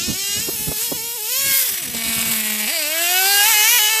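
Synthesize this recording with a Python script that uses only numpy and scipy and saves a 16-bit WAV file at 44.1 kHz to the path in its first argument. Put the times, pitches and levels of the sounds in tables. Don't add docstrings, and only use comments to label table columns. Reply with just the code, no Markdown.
import sys
import numpy as np
from scipy import signal
from scipy.fft import rfft, irfft, next_fast_len
from scipy.io import wavfile
from scipy.ndimage import uniform_filter1d, map_coordinates

SR = 44100
rng = np.random.default_rng(int(sys.argv[2]) if len(sys.argv) > 2 else 0)


def digitize_waveform(pressure):
    field = np.atleast_2d(pressure).T
    bounded = np.clip(field, -1, 1)
    quanta = np.round(bounded * 32767).astype(np.int16)
    wavfile.write(sys.argv[1], SR, quanta)


N = 176400

IDLE_FROM_S, IDLE_TO_S, CROSSFADE_S = 1.692, 2.74, 0.25
AWAY_FROM_S, TAIL_FROM_S = 3.006, 3.43


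def amp(db):
    return 10 ** (np.asarray(db) / 20)


def unit(x):
    return x / np.sqrt(np.mean(x ** 2) + 1e-20)


def along(points, hz):
    freqs, values = np.transpose(points)
    return np.interp(np.log(hz + 1), np.log(freqs + 1), values)


def clock():
    return np.arange(N) / SR


def curves(rows):
    times, *columns = np.transpose(rows)
    return [np.interp(clock(), times, column) for column in columns]


def ramp(at_s, length_s):
    return np.clip((clock() - at_s) / length_s + .5, 0, 1)


def bell(x, centre, half_width):
    return np.exp(-((x - centre) / half_width) ** 2)


def wobble(rate):
    return map_coordinates(rng.standard_normal(1024), [clock() * rate], mode="wrap")


def filtered(x, response):
    size = next_fast_len(N + SR // 4, real=True)
    return irfft(rfft(x, size) * response(np.fft.rfftfreq(size, 1 / SR)), size)[..., :N]


def resonate(x, colour, size=2048):
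    cepstrum = irfft(np.log(amp(along(colour, np.fft.rfftfreq(size, 1 / SR)))))
    cepstrum[1:size // 2] *= 2
    cepstrum[size // 2 + 1:] = 0
    impulse = irfft(np.exp(rfft(cepstrum)))
    return signal.oaconvolve(x, impulse / np.linalg.norm(impulse))[:N]


def noise(colour, width, flow=1):
    mid, side = filtered(flow * rng.standard_normal((2, N)), lambda hz: amp(along(colour, hz)))
    side = filtered(side, lambda hz: along(width, hz)) if np.ndim(width) else width * side
    return unit(np.array([mid + side, mid - side]))


def pulses(times, sizes, order=8):
    at = times[:, None] * SR
    taps = np.floor(at).astype(int) + np.arange(1 - order, order + 1)
    shape = np.sinc(taps - at) * np.cos(np.pi * (taps - at) / (2 * order)) ** 2
    return np.bincount(np.clip(taps, 0, N).ravel(), (sizes[:, None] * shape).ravel(), N + 1)[:N]


def firings(speed, turns, ragged, low_cut_hz=294):
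    t = clock()
    fired = np.interp(np.arange(int(turns[-1])), turns, t)
    spread = np.interp(fired, t, ragged)
    late, strong = rng.standard_normal((2048, 2))[:len(fired)].T
    jitter_s = late * (5e-6 + 3e-5 * spread)
    sizes = amp(strong * (0.5 + 2 * spread))
    even_power = np.sqrt(SR / np.interp(fired, t, speed))
    train = pulses(fired + jitter_s, sizes * even_power)
    return filtered(train, lambda hz: (1j * hz / (1j * hz + low_cut_hz)) ** 2)


def reflections(x, gain=0.22, sway_s=.00009, rate=7, count=7):
    lags_s = [lag + sway_s * wobble(rate) for lag in np.linspace(.0009, .0061, count)]
    copies = sum(map_coordinates(x, [np.arange(N) - lag * SR], order=3) for lag in lags_s)
    return (x + gain * copies) / np.sqrt(1 + count * gain ** 2)


def pipe_buzz(train, front, near, away, tail):
    # frequency in Hz, gain in dB.
    front_colour = [(800, -26), (1650, 0.5), (2050, -3.5), (2900, 6), (3650, -0.5), (4250, 4.5),
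                    (4750, -1.5), (5400, 9.5), (5900, -1.5), (6400, 7), (11000, -13.5)]
    near_colour = [(400, -28.5), (700, 8), (1150, -6), (2200, 10), (2900, 8), (3400, 1.5), (4500, 2),
                   (9000, -15.5)]
    flank_colour = [(1150, -17), (1600, 11), (2000, -3), (2900, 8), (3550, -2.5), (4350, -1), (5000, -2),
                    (5600, -2.5), (10000, -8.5)]
    tail_colour = [(1200, -4), (1700, 3.5), (2200, 5.5), (3050, 8.5), (3400, -3), (3850, 1.5), (4500, -3.5),
                   (6350, 2.5), (10000, -13.5)]
    arriving = resonate(train, front_colour)
    close_by = amp(-2.5) * resonate(train, near_colour)
    leaving = (1 - tail) * resonate(train, flank_colour) + tail * resonate(train, tail_colour)
    return front * arriving + near * close_by + away * leaving


def gas_rasp(puffs, front, thin_below_hz=2600):
    # frequency in Hz, gain in dB.
    gas_colour = [(200, -18), (800, -6.5), (2300, 1), (5000, 3), (6200, 1), (7200, 3), (8000, 10.5),
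                  (8900, 0.5), (11000, 2)]
    gas = noise(gas_colour, width=[(2500, 0.017), (8000, 0.082)], flow=puffs)
    thin = filtered(gas, lambda hz: hz / np.hypot(hz, thin_below_hz))
    return front * amp(-5.5) * thin + (1 - front) * amp(3) * gas


def firing_fizz(train, puffs, near):
    # frequency in Hz, gain in dB.
    edge_colour = [(5000, -44), (9200, -0.5), (10300, 6.5), (11500, 0), (13300, 6.5), (14050, 9),
                   (14800, -19)]
    clicks = amp(4 - 7.5 * near) * resonate(train, edge_colour)
    hiss = amp(-4.5 + 1.7 * near) * noise(edge_colour, width=0.79, flow=puffs)
    return clicks + hiss


def engine_hum(turns):
    # time in seconds, level of the firing tone in dB, level of its octave in dB.
    order_levels = [(0, -47, -51), (1.5, -41, -42.5), (1.8, -47.5, -52), (2.02, -35, -47.5),
                    (2.64, -34.5, -47.5), (2.76, -46, -37), (3.25, -35.5, -26), (4, -37.5, -30)]
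    return sum(np.sqrt(2) * amp(db + 1.54 * wobble(25.15)) * np.sin(2 * np.pi * order * turns)
               for order, db in enumerate(curves(order_levels), start=1))


def patchy(x, depth_db, size=16):
    spectrum = signal.stft(x, nperseg=512)[2]
    patches = uniform_filter1d(rng.standard_normal(spectrum.shape[1:]), size // 2, axis=0)
    patches = uniform_filter1d(patches, 2 * size, axis=1)
    return signal.istft(spectrum * amp(depth_db * unit(patches)), nperseg=512)[1][:, :N]


def engine():
    # time in seconds, firings per second.
    revs = [(0, 337), (.07, 366), (.125, 353), (.185, 390), (.37, 413), (.44, 460), (.555, 460), (.57, 424),
            (.655, 433), (.775, 423), (.845, 480), (.9, 460), (.96, 490), (.98, 438), (1.06, 464),
            (1.11, 466), (1.16, 490), (1.195, 420), (1.265, 433), (1.305, 492), (1.4, 550), (1.59, 537),
            (1.67, 490), (1.7, 400), (1.81, 354), (1.86, 250), (1.98, 226), (2.3, 226), (2.45, 215),
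            (2.665, 211), (2.73, 346), (2.845, 292), (2.965, 327), (3.305, 399), (3.425, 410), (3.505, 459),
            (3.55, 420), (3.635, 425), (3.72, 482), (3.777, 484), (3.795, 423), (3.885, 423), (3.905, 443),
            (4, 439)]
    # time in seconds, then the gains of buzz, rasp and fizz in dB.
    faders = [(0, -24, -23.5, -40), (.17, -29, -20, -42), (.36, -25, -18.5, -39), (.52, -33, -20, -32.5),
              (.74, -32.5, -22, -34), (.83, -30, -15.5, -30), (.93, -31.5, -25, -32.5),
              (1.22, -34, -25, -34.5), (1.34, -24.5, -19, -29), (1.56, -26, -11, -23.5),
              (1.72, -33.5, -23.5, -26), (1.88, -38.5, -31, -32), (2.03, -29, -26, -29.5),
              (2.3, -27, -25, -27), (2.86, -25.5, -26.5, -28), (3.1, -20, -23.5, -29),
              (3.47, -18, -20.5, -24.5), (3.75, -17.5, -24, -22.5), (3.83, -18.5, -24, -29),
              (4.0, -22, -25.5, -31.5)]
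    buzz_db, rasp_db, fizz_db = curves(faders)
    speed = curves(revs)[0] * (1 + .004 * wobble(45))
    turns = np.cumsum(speed) / SR
    arrived = ramp(IDLE_FROM_S, CROSSFADE_S)
    idle = arrived * (1 - ramp(IDLE_TO_S, CROSSFADE_S))
    away, tail = ramp(AWAY_FROM_S, 0.13), ramp(TAIL_FROM_S, 0.034)
    front, near = 1 - arrived, arrived * (1 - away)
    direct = firings(speed, turns, ragged=idle + 0.29 * tail)
    train = reflections(direct)
    puffs = 1 + np.exp(-(turns % 1))
    puffs *= amp((1 + idle) * wobble(130))
    buzz = amp(buzz_db + 1.5) * pipe_buzz(train, front, near, away, tail)
    rasp = amp(rasp_db) * gas_rasp(puffs, front)
    fizz = amp(fizz_db) * firing_fizz(train, puffs, near)
    return engine_hum(turns) + buzz + patchy(rasp + fizz, depth_db=1.93) + ringing_bands(direct)


def wind(left_db=-10, right_db=-0.5):
    # time in seconds, relative level in dB.
    gusts = [(0, -30.5), (.14, -26), (.21, -46), (.45, -32), (.68, -32.5), (.85, -47.5), (.96, -34.5),
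             (1.28, -57.5), (1.5, -32), (1.62, -52.5), (1.96, -31), (2.85, -61)]
    # peak time in seconds, relative level in dB, half length in seconds.
    knocks = [(.491, -20.5, .0084), (0.72, -21, 0.008), (.924, -17, 0.0081), (1.951, -25.5, .007)]
    # frequency in Hz, gain in dB.
    rumble_colour = [(20, -34), (50, -11), (190, -4.5), (2500, -44)]
    knock_colour = [(30, -34), (280, -2.5), (520, -5), (3000, -38)]
    rumble_db = curves(gusts)[0] - 5 * ramp(AWAY_FROM_S, CROSSFADE_S) + 6 * wobble(34.91)
    rumble = amp(rumble_db) * noise(rumble_colour, width=0.78)
    bursts = sum(amp(db) * bell(clock(), at_s, half_s) for at_s, db, half_s in knocks)
    return (rumble + bursts * noise(knock_colour, width=0.48)) * amp([[left_db], [right_db]])


def ringing_bands(train):
    # peak time and half length in seconds, centre and half width in Hz, level in dB.
    swells = [(0.719, 0.087, 2570, 200, -44), (1.518, .1, 1915, 420, -25), (2.679, .028, 2550, 521, -32),
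              (2.771, 0.084, 4713, 330, -30), (3.327, 0.072, 4570, 548.6, -27.5),
              (3.68, 0.072, 5996, 600, -26.5)]
    ringing = np.zeros(N)
    for at_s, half_s, centre_hz, width_hz, db in swells:
        band = unit(filtered(train, lambda hz: bell(hz, centre_hz, width_hz)))
        ringing += band * amp(db) * bell(clock(), at_s, half_s)
    return ringing


def scene():
    # frequency in Hz, lead of left over right in radians.
    port_phase = [(3000, 0.15), (6550, -0.24), (8350, 0.94), (10500, -0.49)]
    ports = lambda hz: np.exp(1j * along(port_phase, hz) * np.array([[.5], [-.5]]))
    return filtered(engine(), ports) + wind()


def record(dry):
    top_hz = 14250
    return filtered(dry, lambda hz: hz < top_hz)


dry = scene()
out = record(dry)
digitize_waveform(out)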